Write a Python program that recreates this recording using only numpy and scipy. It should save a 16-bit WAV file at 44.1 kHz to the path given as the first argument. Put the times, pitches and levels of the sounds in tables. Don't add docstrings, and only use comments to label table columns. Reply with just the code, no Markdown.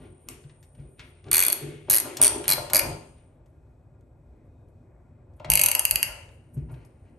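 import sys
import numpy as np
from scipy import signal
from scipy.fft import rfft, irfft, next_fast_len
from scipy.io import wavfile
from scipy.ndimage import uniform_filter1d

SR = 44100
rng = np.random.default_rng(int(sys.argv[2]) if len(sys.argv) > 2 else 0)


def volts_from_db(level):
    exponent = np.asarray(level, float) / 20
    return 10 ** exponent


def pcm_store(signal):
    levels = np.round(np.clip(np.atleast_2d(signal), -1, 1) * 32767)
    wavfile.write(sys.argv[1], SR, levels.astype(np.int16).T)


N = 316638

# centre_hz, width_hz, level_db
FRAME_RINGS = [(532, 57, -3), (610, 68, -2), (704.6, 40, -3.5), (890.7, 91, -2.5), (1035, 130, -7),
               (1240, 150, -12), (1400, 77, -8.5), (1650, 67, -15.5)]
# centre_hz, width_hz, level_db
SHELF_RINGS = [(263, 83, -5.5), (331, 50, 0.5), (402.4, 59, -3)]
# start_s, shelf_shake_db, frame_minus_shelf_db, sway_db (under 200 Hz), scrape_db
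PULLS = [(0.0, -50.5, -10.5, -40.5, -65), (0.288, -49, -16, -47, -62.5), (0.79, -53, -19.5, -43, -70),
         (1.0, -59.5, -10, -49.5, -59.5), (1.27, -44.5, -12, -46, -61.5), (1.325, -45, -14, -42, -42.5),
         (1.47, -47, -2.5, -52.5, -41.5), (1.625, -39.5, -21.5, -48, -49), (1.9, -41.5, -8.5, -46.5, -43),
         (2.05, -42.5, -1.5, -50, -44.5), (2.208, -37.5, -1.5, -40, -39.5), (2.349, -42, -5, -43, -45.5),
         (2.49, -41.5, 4.5, -41, -45.5), (2.58, -49, 1.5, -40, -55), (2.74, -43.5, 9.5, -41, -45.5),
         (2.848, -44.5, 0, -33, -54.5), (5.404, -66, 6.5, -52, -65), (5.505, -50, 12, -35, -47.5),
         (5.62, -54.5, 14, -50.5, -44.5), (5.76, -57, 14, -55, -42.5), (5.93, -56.5, 12, -43.5, -38),
         (6.07, -61.5, 13, -49.5, -48), (6.57, -68.5, -23, -40.5, -72), (6.7, -58, -2, -43, -63.5),
         (6.76, -61, -27, -51, -64), (7.05, -67, -14, -53, -72)]
# centre_hz, width_hz, level_db
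FIRM_RINGS = [
    [(6760, 780, -12), (7180, 210, -10.5), (8960, 1100, -3.5), (10185, 680, -3), (11260, 1100, 2), (11900, 790, -17)],
    [(1970, 1600, -6.5), (2390, 210, 7), (2980, 130, 0), (3020, 160, -2)],
]
# start_s, head_db, second_contact_ms (negative = pawl touches first), second_minus_snap_db,
# body_db (wheel and handle off the swing's rule)
SLOW_SWING = [(5.5009, -4, 3.5, -12, -4.5), (5.5174, -6.5, 4.0, -9.5, 1), (5.536, -7.0, 1.7, -6.5, 1.5),
              (5.5541, -5, 3.8, -8, 0), (5.5733, -8, 3.6, -6, 3.5), (5.5933, -8.0, 3.7, -2, 3.5),
              (5.6139, -5.0, 3.7, -4.5, -3.5), (5.6361, -3, 3.6, -7, -3), (5.6604, -5, 3.7, -5, -1.5),
              (5.6851, -10, 3.7, -3, 1.5), (5.7146, -8.5, 1.7, -4.5, 1), (5.7501, -9.0, 1.4, -3, 3.5),
              (5.7934, -7, 1.6, -1, -1), (5.8519, -6, 3.5, -10, 2), (5.91, -4.5, 3.0, -15, -1.5),
              (5.9573, -10.5, 1.9, -9.5, 5), (6.0287, -6.5, 3.7, -14.5, 4)]


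def at(table, hz, column=1):
    table = np.array(table)
    return np.interp(np.log(hz + 1), np.log(table[:, 0] + 1), table[:, column])


def level(x, db):
    return x * volts_from_db(db) / np.sqrt(np.mean(x ** 2))


def band(x, hz, width):
    return signal.lfilter(*signal.iirpeak(hz, hz / width, fs=SR), x)


def two_bands(x, hz, width):
    return band(band(x, hz, width), hz, width)


def body(x, modes):
    return sum((-1) ** k * volts_from_db(db) * band(x, hz, width) for k, (hz, width, db) in enumerate(modes))


def walk(rate):
    hold = int(SR / rate)
    steps = np.repeat(rng.standard_normal(N // hold + 1), hold)
    return 2.0 * uniform_filter1d(uniform_filter1d(steps, hold), hold)[:N]


def swells(s, db, rise, fall, hold=0, rest_db=-115):
    t = np.arange(0, N / SR, .002)[:, None]
    each = db - rise * np.clip(s - t, 0, None) - fall * np.clip(t - s - hold, 0, None)
    return np.interp(np.arange(N) / SR, t[:, 0], np.maximum(each.max(axis=1), rest_db))


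def bursts(times, db, shapes, size=N):
    out = np.zeros(size + shapes.shape[1])
    for s, d, shape in zip(times, db, shapes):
        first = int(s * SR)
        out[first:first + len(shape)] += volts_from_db(d) * shape
    return out[:size]


def hiss(db, hz, width):
    return volts_from_db(db) * level(two_bands(rng.standard_normal(N), hz, width), 0)


def air():
    # frequency_hz, density_db (per Hz)
    air_colour = [(15, -57.5), (25, -18.5), (42, -4), (95, 1.5), (148, -11), (203, -25), (231, -13.5),
                  (325, -19.5), (351, -28), (548, -21), (641, -25.5), (1330, -44), (2310, -47.5),
                  (2630, -59), (13000, -58.5)]
    out, swell, f = 0, walk(0.31), np.fft.rfftfreq(N, 1 / SR)
    colour = rfft(rng.standard_normal((2, N))) * volts_from_db(at(air_colour, f))
    for hz in 30 * 2 ** np.arange(0, 9.1, 1):
        octave = np.clip(1 - np.abs(np.log2(f / hz + 1e-9)), 0, 1)
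        out = out + irfft(colour * octave, N) * volts_from_db(swell + 1.5 * walk(8))
    mid, side = out
    side = signal.lfilter(*signal.butter(1, 500, "high", fs=SR), side)
    return volts_from_db(-53) / mid.std() * np.array([mid + 0.26 * side, mid - 0.6 * side])


def room(x):
    # centre_hz, t60_s, level_db
    decays = [(102, 0.77, -13.5), (506, 0.56, 4.5), (2160, 0.39, 0), (2770, 0.58, -4), (4623, .45, -5),
              (7400, 0.56, -7), (11900, 0.25, -9)]
    size = SR
    t, f = np.arange(size) / SR, np.fft.rfftfreq(size, 1 / SR)
    noise, tail = rfft(rng.standard_normal((2, size))), 0
    alike = 1 / (1 + (f / 520) ** 2)
    noise[1] = alike * noise[0] + np.sqrt(1 - alike ** 2) * noise[1]
    for k, (hz, t60, db) in enumerate(decays):
        share = at(np.c_[np.array(decays)[:, 0], np.eye(len(decays))[k]], f)
        fade = volts_from_db(db - 60 * t / t60) * np.sqrt(2 * np.log(1000) / t60 / SR)
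        tail = tail + irfft(noise * share, size) * fade
    onset = np.clip((t - .002) / 0.002, 0, 1)
    return signal.fftconvolve(x[None], tail * onset, axes=1)[:, :N]


def whine():
    # time_s, level_db
    whine_level = [(0, -67), (1.3, -70), (2.9, -69.5), (3.25, -72), (3.42, -100), (6.2, -100), (6.3, -79),
                   (6.9, -82), (7.18, -83.5)]
    t = np.arange(N) / SR
    return hiss(np.interp(t, *np.transpose(whine_level)), 9060, 500) + hiss(-94.5, 7800, 500) + hiss(-93, 2500, 110)


def squeak():
    # start_s, level_db, hold_s, pitch_hz, width_hz
    s, db, hold, hz, width = (4.5, -96, .16, 3700, 60)
    return hiss(swells(s, db, 400, 400, hold), hz, width)


def stand():
    # centre_hz, width_hz, level_db
    sway_rings = [(44.5, 16, -3), (64.6, 11, -0.5), (93, 12, -2), (140, 40, -3)]
    # start_s, peak_db, ring_hz, t60_s
    knocks = [(0.281, -40, 61, 0.19), (0.447, -32, 140, 0.1), (0.782, -35, 140, 0.33),
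              (1.288, -38, 353.5, 0.12), (1.62, -30.5, 146, 0.34), (1.739, -32.5, 147, 0.15),
              (1.883, -37.5, 413, 0.098), (2.359, -28.5, 408, 0.091), (2.459, -32.5, 393, 0.1),
              (2.579, -42, 542, 0.17), (2.789, -49, 596, 0.12), (2.849, -45, 553, 0.13),
              (2.884, -22, 143, 0.047), (5.447, -41.5, 623, 0.12), (5.495, -28.5, 52.2, 0.42),
              (5.5, -36.5, 100.1, 0.12), (5.922, -27.5, 48, 0.19), (6.09, -34.5, 48.4, 0.23),
              (6.394, -38, 88.3, 0.1), (6.568, -15.5, 136.6, 0.11), (6.569, -34, 230.7, 0.07),
              (6.619, -25, 64.6, 0.18), (6.719, -26, 125, 0.11)]
    s, shelf, frame, sway, _ = np.transpose(PULLS)
    shelf_db = swells(s, shelf, rise=599.5, fall=112, rest_db=-71.5)
    frame_db = swells(s, shelf + frame, rise=599.5, fall=112, rest_db=-78.5)
    sway_db = swells(s, sway, rise=300, fall=111, rest_db=-60.5)
    slips = rng.standard_normal(N) * volts_from_db(1.9 * walk(60))
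    shaking = volts_from_db(shelf_db) * level(body(slips, SHELF_RINGS), -2.0)
    shaking += volts_from_db(frame_db) * level(body(slips, FRAME_RINGS), -1.5)
    swaying = volts_from_db(sway_db) * level(body(band(rng.standard_normal(N), 60, 220), sway_rings), 0)
    s, db, hz, t60 = (c[:, None] for c in np.transpose(knocks))
    t = np.arange(8192) / SR
    rings = np.sin(2 * np.pi * hz * t) * (1 - np.exp(-t / 0.0071)) * volts_from_db(-60 * t / np.clip(t60, .02, .3))
    return shaking + swaying + bursts(s[:, 0], db[:, 0], rings)


def thumps():
    # start_s, frame_db, shelf_db
    catches = [(1.883, -20, -21), (2.319, -15, -21.5), (2.345, -15.5, -19.5), (2.357, -20.5, -12.5),
               (2.579, -8.5, -21), (2.709, -19.5, -27), (2.745, -12, -22.5), (2.85, -10.5, -18.5),
               (5.401, -21.5, -33), (5.445, -18, -27), (6.57, -39, -22.5), (6.715, -42, -31)]
    s, frame_db, shelf_db = np.transpose(catches)
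    t = np.arange(128) / SR * 1000 / 0.18
    push = np.tile(t * np.exp(1 - t), (len(s), 1))
    return volts_from_db(1.0) * (body(bursts(s, frame_db, push), FRAME_RINGS) + body(bursts(s, shelf_db, push), SHELF_RINGS))


def ticks():
    # start_s, peak_db, dull_minus_peak_db, length_ms
    touches = [(0.287, -15, -24, 1.77), (0.439, -76.5, 17.5, 6.4), (0.495, -77, 19, 17),
               (0.628, -45, -18.5, 19), (0.7492, -60, -5.5, 12), (0.8, -52, -23, 2.7),
               (0.994, -52, 11.5, 9.6), (1.2423, -66.5, 16.5, 3.1), (1.285, -65.5, 17.5, 2.7),
               (2.1696, -14.5, -41, 6.2), (2.34, -40, -9.5, 2), (2.36, -40, -8.5, 2),
               (2.441, -24.5, -9.5, 3.2), (2.455, -58, 18.5, 6), (2.6993, -22.5, -16.5, 7.9),
               (3.4598, -57, -18, 8.7), (4.0095, -58, -24, 3.34), (4.685, -66, -9, 2.83),
               (5.335, -65, -26.5, 13), (5.37, -87, 5.5, 3.4), (5.398, -62.5, 10.5, 5.8),
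               (5.446, -53.5, 16.5, 7.1), (6.29, -62, 6, 4), (6.574, -54.5, -22, 11.4), (6.695, -69, -3, 9),
               (6.74, -60, -0.5, 12), (6.85, -43, -24, 2.2), (7.053, -76.5, -4, 6.4)]
    s, db, dull_db, ms = np.transpose(touches)
    t = np.arange(1024) / SR
    shapes = rng.standard_normal((len(s), len(t))) * np.exp(-1000 * t / np.clip(ms, .3, 14)[:, None])
    bright = volts_from_db(-9.0) * two_bands(bursts(s, db, shapes), 6500, 11000)
    dull = volts_from_db(6.5) * two_bands(bursts(s, db + dull_db, shapes), 2300, 3800)
    return bright + dull


def fingers():
    # start_s, level_db, hold_s, fall_db_per_s
    brushes = [(0.0, -81, 0.056, 200), (0.207, -87, .07, 300), (0.294, -58.5, 0.0013, 197),
               (0.61, -80, 0.033, 202), (0.734, -79.5, 0.058, 302), (0.9, -78.5, .2, 602),
               (1.29, -83, 0.0079, 198), (3.347, -92, 0.00094, 401.5), (3.459, -88.5, .001, 76),
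               (3.6, -99, .15, 129), (4.041, -97.5, .001, 100), (4.24, -100, .001, 21),
               (4.686, -92.5, .001, 300), (5.367, -79, .001, 301), (5.47, -76.5, 0.0068, 507),
               (6.3, -85, .001, 73.5), (6.545, -75, 0.00094, 339), (6.72, -69.5, .001, 283),
               (6.853, -76, .001, 633), (6.892, -95, 0.00087, 27.5)]
    s, db, hold, fall = np.transpose(brushes)
    return hiss(swells(s, db, 1498.5, fall, hold) + 7.5 + 2.9 * walk(41), 10200, 2600)


def dip(x):
    x = x - .86 * band(x, 3520, 1400)
    return x - 0.45 * band(x, 5420, 540)


def scrape():
    s, *_, rub = np.transpose(PULLS)
    scrape_db = np.minimum(swells(s, rub, rise=902, fall=77), -51)
    grit_db = 2.5 * walk(30)
    rubbing = hiss(scrape_db - 3.0 + grit_db, 2400, 2200)
    return np.where(np.arange(N) / SR < SLOW_SWING[0][0], rubbing, dip(rubbing))


def head(low_db, middle_db, top_hz, top_db, flank_db):
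    rings = np.array(FIRM_RINGS[0])
    hz = np.r_[rings[:4, 0], top_hz, rings[5, 0]]
    db = rings[:, 2] + [low_db, low_db, middle_db, 0, top_db, flank_db]
    return np.c_[hz, rings[:, 1], db]


def contacts(teeth, snap, second):
    s, db, ms, second_db, body_db = np.transpose(teeth)
    done = (s - s[0]) / (s[-1] - s[0])
    chance = 1.2 * rng.standard_normal((len(s), 2)).T
    snaps = np.c_[s, db, snap[0] + snap[2] * done + body_db, snap[1] + body_db]
    seconds = np.c_[s + ms / 1000, db + second_db,
                    second[0] + body_db + chance[0], second[1] + body_db + chance[1]]
    return np.r_[snaps, seconds]


def pawl(snaps, head_modes, wheel_modes, handle_modes, crack_db, body_grit):
    s, head_db, wheel_db, handle_db = np.transpose(snaps)
    start = int(s.min() * SR)
    s, size = s - start / SR, min(N - start, 2 * SR)
    t = np.arange(384) / SR
    f = np.fft.rfftfreq(len(t), 1 / SR)
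    tooth = irfft(np.exp(-2j * np.pi * (.0011 * f - .0011 * f ** 2 / SR)), len(t))
    grit = rng.standard_normal((len(s), len(t))) * (t > .0004)
    crisp = tooth + .13 * grit * np.exp(-t / .0012)
    drawn = tooth + body_grit * grit * np.exp(-t / 0.0031)
    wheel = volts_from_db(27) * body(bursts(s, head_db + wheel_db, drawn, size), wheel_modes)
    handle = volts_from_db(23.0) * body(bursts(s, head_db + handle_db, drawn, size), handle_modes)
    crack = volts_from_db(crack_db) * band(bursts(s, head_db, drawn, size), 2500, 7500)
    blow = bursts(s, head_db, crisp, size)
    hz, width, db = head_modes[4]
    top = volts_from_db(db + 2.0) * two_bands(blow, hz, 1.3 * width) - volts_from_db(db) * band(blow, hz, width)
    rung = volts_from_db(23.5) * (body(blow, head_modes) + top) + wheel + handle + crack
    return np.pad(rung, (start, N - start - size))


def wrench():
    swing_1 = [(1.314, -9.5, 2.5, -1.5, 1.5), (1.3311, -5.5, -1.95, -5.5, -2.5), (1.345, -5, -5, -4.5, 1),
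               (1.3575, -10, -3.5, -3.5, 2), (1.3673, -7, 1.7, -1.5, 1.5), (1.381, -5.5, -1.5, -6.5, -2.5),
               (1.3921, -4.5, 0.5, -9.5, -2.5), (1.4031, -6, 2, -11.5, -5), (1.4138, -14, -2, -3, 4),
               (1.4247, -9.5, 0.5, -4, 3.5), (1.4364, -8.0, -3.7, -10.5, 0.5), (1.45, -12, 1, -8, 1.5),
               (1.4649, -8.5, 4, -6.5, -1), (1.4823, -10, 1.2, -2.5, -3.5), (1.5005, -14.5, 3, -7.5, 5.5),
               (1.5277, -7.5, -4.5, -8.5, -1.5)]
    swing_2 = [(1.8996, -4.5, -1.86, -10, -3.5), (1.9022, -11, 1.5, -3, -2), (1.9098, -5, 3.8, -9, -3.5),
               (1.9196, -12, 3.5, -5, 4), (1.93, -9, 2, -8, 1.5), (1.9376, -7.5, -3.5, -6.5, 4.5),
               (1.9452, -7, -1.4, -8.5, .5), (1.954, -8, -3, -10, -.5), (1.9635, -8.5, -2, -12, -2),
               (1.9715, -9, -2.9, -9.5, 1), (1.9833, -12.5, 1.5, -8.5, 3), (2.0007, -13.5, 5, -8.5, -.5)]
    swing_3 = [(2.2167, -7.0, -2.14, -1.5, -1), (2.2259, -2.5, 3.9, -5.5, -2.5),
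               (2.2358, -7, -1.5, -9.5, 4.5), (2.2452, -5.0, 3, -13, 0.5), (2.2519, -8.0, -3.5, -11, 1.5),
               (2.2592, -11.0, 4, -7.5, 1.5), (2.2677, -8, -1.96, -14, -4.5),
               (2.2785, -10, 2.2, -8.5, -1.5)]
    swing_4 = [(2.4799, -7, 3.2, -11, -1.5), (2.4905, -12.0, 2.16, -4.5, 5), (2.5015, -7.0, 2.2, -10, -2),
               (2.5115, -9.5, 1.8, -2, -2.5), (2.5211, -11.0, 3.4, -11, 3), (2.5325, -12, 3.2, -8.5, 0.5)]
    swing_5 = [(2.7337, -5, 4.5, -10.5, 0), (2.7467, -6.5, 1.5, -5.5, -1.5), (2.7572, -11, -1.3, -2, 3),
               (2.7662, -5.5, 2, -9.5, -1), (2.778, -12.5, -1.7, -2.5, -0.5), (2.7936, -6, -3, -7, -1)]
    # wheel_db, handle_db, wheel_gain_over_swing_db
    snap_parts = [
        (-21.5, -25, 1.5),
        (-21.5, -28, -1),
        (-22.5, -24, 3.5),
        (-19, -22, 5),
        (-16.5, -18, 0.5),
        (-17, -7.5, 5.5),
    ]
    # wheel_db, handle_db
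    second_parts = [
        (-17.5, -18),
        (-21.5, -26.5),
        (-21.5, -22.5),
        (-14, -23),
        (-19, -25.5),
        (-25.5, -12),
    ]
    # centre_hz, width_hz, level_db
    wheel_1 = [(3400, 99, -2.5), (4390, 200, 4.5), (4750, 390, -5.5), (5760, 410, -10)]
    wheel_2 = [(4138, 170, 0), (4650, 160, 2.5), (5020, 390, -5.5), (5600, 250, -2.5)]
    wheel_3 = [(3520, 420, -6.5), (4500, 110, 5.5), (4780, 630, -3), (5890, 350, 2.5)]
    wheel_4 = [(3310, 150, -7.5), (4110, 110, 4.5), (4730, 300, 1), (5740, 590, -4.5)]
    wheel_5 = [(4060, 150, -8), (4730, 250, 6.5), (5200, 67, -3), (5840, 350, -7.5)]
    # low_db, middle_db, top_hz, top_db, flank_db
    head_colours = [
        (-2, 1, 11250, -1, -5),
        (-2, 0.5, 11050, -0.5, -3),
        (-1, -1, 9600, 1.5, -2),
        (-0.5, 2, 11500, -0.5, -2.5),
        (2.5, 0.5, 11250, -0.5, -3.5),
    ]
    # centre_hz, width_hz, level_db
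    loose_rings = [
        [(6400, 510, -9.5), (7360, 280, -10), (8650, 2000, -5.5), (10500, 520, -1.5), (11160, 1200, 1), (11100, 750, -13)],
        [(4230, 460, -14), (4360, 87, -9.5), (4740, 290, 6)],
        [(2020, 66, -9), (2190, 460, -2.5), (2530, 190, 6), (2760, 360, 4), (2630, 5.3, -9), (3000, 2.4, -1), (2730, 5, -4.5), (3030, 5, -9)],
    ]
    # centre_hz, width_hz, level_db
    late_handle = [(2250, 300, -7.5), (2412, 200, -0.5), (2850, 260, 5), (2610, 8, -8), (2900, 4.4, -3.5),
                   (2850, 12, 0), (3180, 150, -6)]

    swings = swing_1, swing_2, swing_3, swing_4, swing_5, SLOW_SWING
    snaps = [contacts(*swing) for swing in zip(swings, snap_parts, second_parts)]
    wheels = wheel_1, wheel_2, wheel_3, wheel_4, wheel_5
    quick = sum(pawl(rows, head(*colour), wheel, FIRM_RINGS[1], crack_db=-9, body_grit=0.26)
                for rows, colour, wheel in zip(snaps, head_colours, wheels))
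    loose_head, loose_wheel, loose_handle = loose_rings
    late = snaps[-1][:, 0] > 5.73
    slow = sum(pawl(rows, loose_head, loose_wheel, handle, crack_db=-18, body_grit=0.094)
               for rows, handle in ((snaps[-1][~late], loose_handle), (snaps[-1][late], late_handle)))
    return quick + dip(signal.lfilter(*signal.butter(2, 1760, "high", fs=SR), slow))


def scene():
    near = wrench() + ticks() + stand() + thumps() + scrape() + fingers()
    return near + room(near) + whine() + air() + squeak()


def gate(x):
    # frequency_hz, harder_to_pass_db
    strictness = [(9900, 7), (10600, 0), (12000, 0), (12700, 8), (13400, 3), (14100, 0), (14800, -9),
                  (15500, -14), (16200, -4)]
    # frequency_hz, floor_db
    gate_floor = [(10000, -88), (10600, -113), (12100, -113), (12700, -88)]
    f, _, z = signal.stft(x, SR, nperseg=512)
    power = (np.abs(z[:, :256]) ** 2).mean(axis=0).reshape(32, 8, -1).sum(axis=1)
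    db = 10 * np.log10(uniform_filter1d(power, size=3, axis=1) * 4 / 3 + 1e-18)
    top = db[2:].max(axis=0)
    onset = top - np.roll(top, 3) > 10
    centres = f[4:256:8, None]
    db -= at(strictness, centres)
    keep = (db > at(gate_floor, centres)) & ((db > top - 25) | onset)
    z[:, :256] *= np.repeat(keep, 8, axis=0) | (f[:256, None] < 9600)
    return signal.istft(z, SR, nperseg=512)[1][:, :N]


def roll_off(x):
    return signal.sosfilt(signal.butter(12, 16970, fs=SR, output="sos"), x)


def record(dry):
    # frequency_hz, gain_db
    mic_response = [(25, -12.5), (45, -1.5), (3100, 3), (3500, 2.5), (3900, 1), (4200, 1.5), (5000, -2),
                    (5500, 1.5), (6200, 0)]
    # frequency_hz, gain_db
    top_cut = [(12200, 0), (13200, -2), (14000, -20), (14700, -15), (15800, -17), (16600, -38)]
    # frequency_hz, left_leads_rad
    port_lead = [(0, 0), (1300, 0), (3100, 1.), (4600, .2), (6800, .1), (7900, .8), (8700, -.4),
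                 (10200, -3.1), (12000, -6.3), (13700, -9.3), (15500, -12.5)]
    # frequency_hz, left_minus_right_db
    port_tilt = [(60, 0.5), (110, 0.8), (200, 2), (380, 1), (700, 2.2), (1290, 1.6), (2380, 3), (4400, 4),
                 (8120, 1), (15000, -1.5)]
    ceiling = .95
    size = next_fast_len(N + 4096)
    f = np.fft.rfftfreq(size, 1 / SR)
    left, right = rfft(dry, size)
    right += (left - right) / (1 + (7500 / (f + 1)) ** 12) / (1 + (f / 12600) ** 16)
    tilt = volts_from_db(at(port_tilt, f) / 2)
    half_cut_db = at(top_cut, f) / 2
    sides = np.array([left * tilt, right / tilt * np.exp(-1j * at(port_lead, f))])
    x = irfft(volts_from_db(at(mic_response, f) + half_cut_db) * sides, size)[:, :N] / ceiling
    rounded = rfft(ceiling * x / (1 + x ** 4) ** (1 / 4), size)
    return roll_off(gate(irfft(rounded * volts_from_db(half_cut_db), size)[:, :N]))


dry = scene()
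out = record(dry)
pcm_store(out)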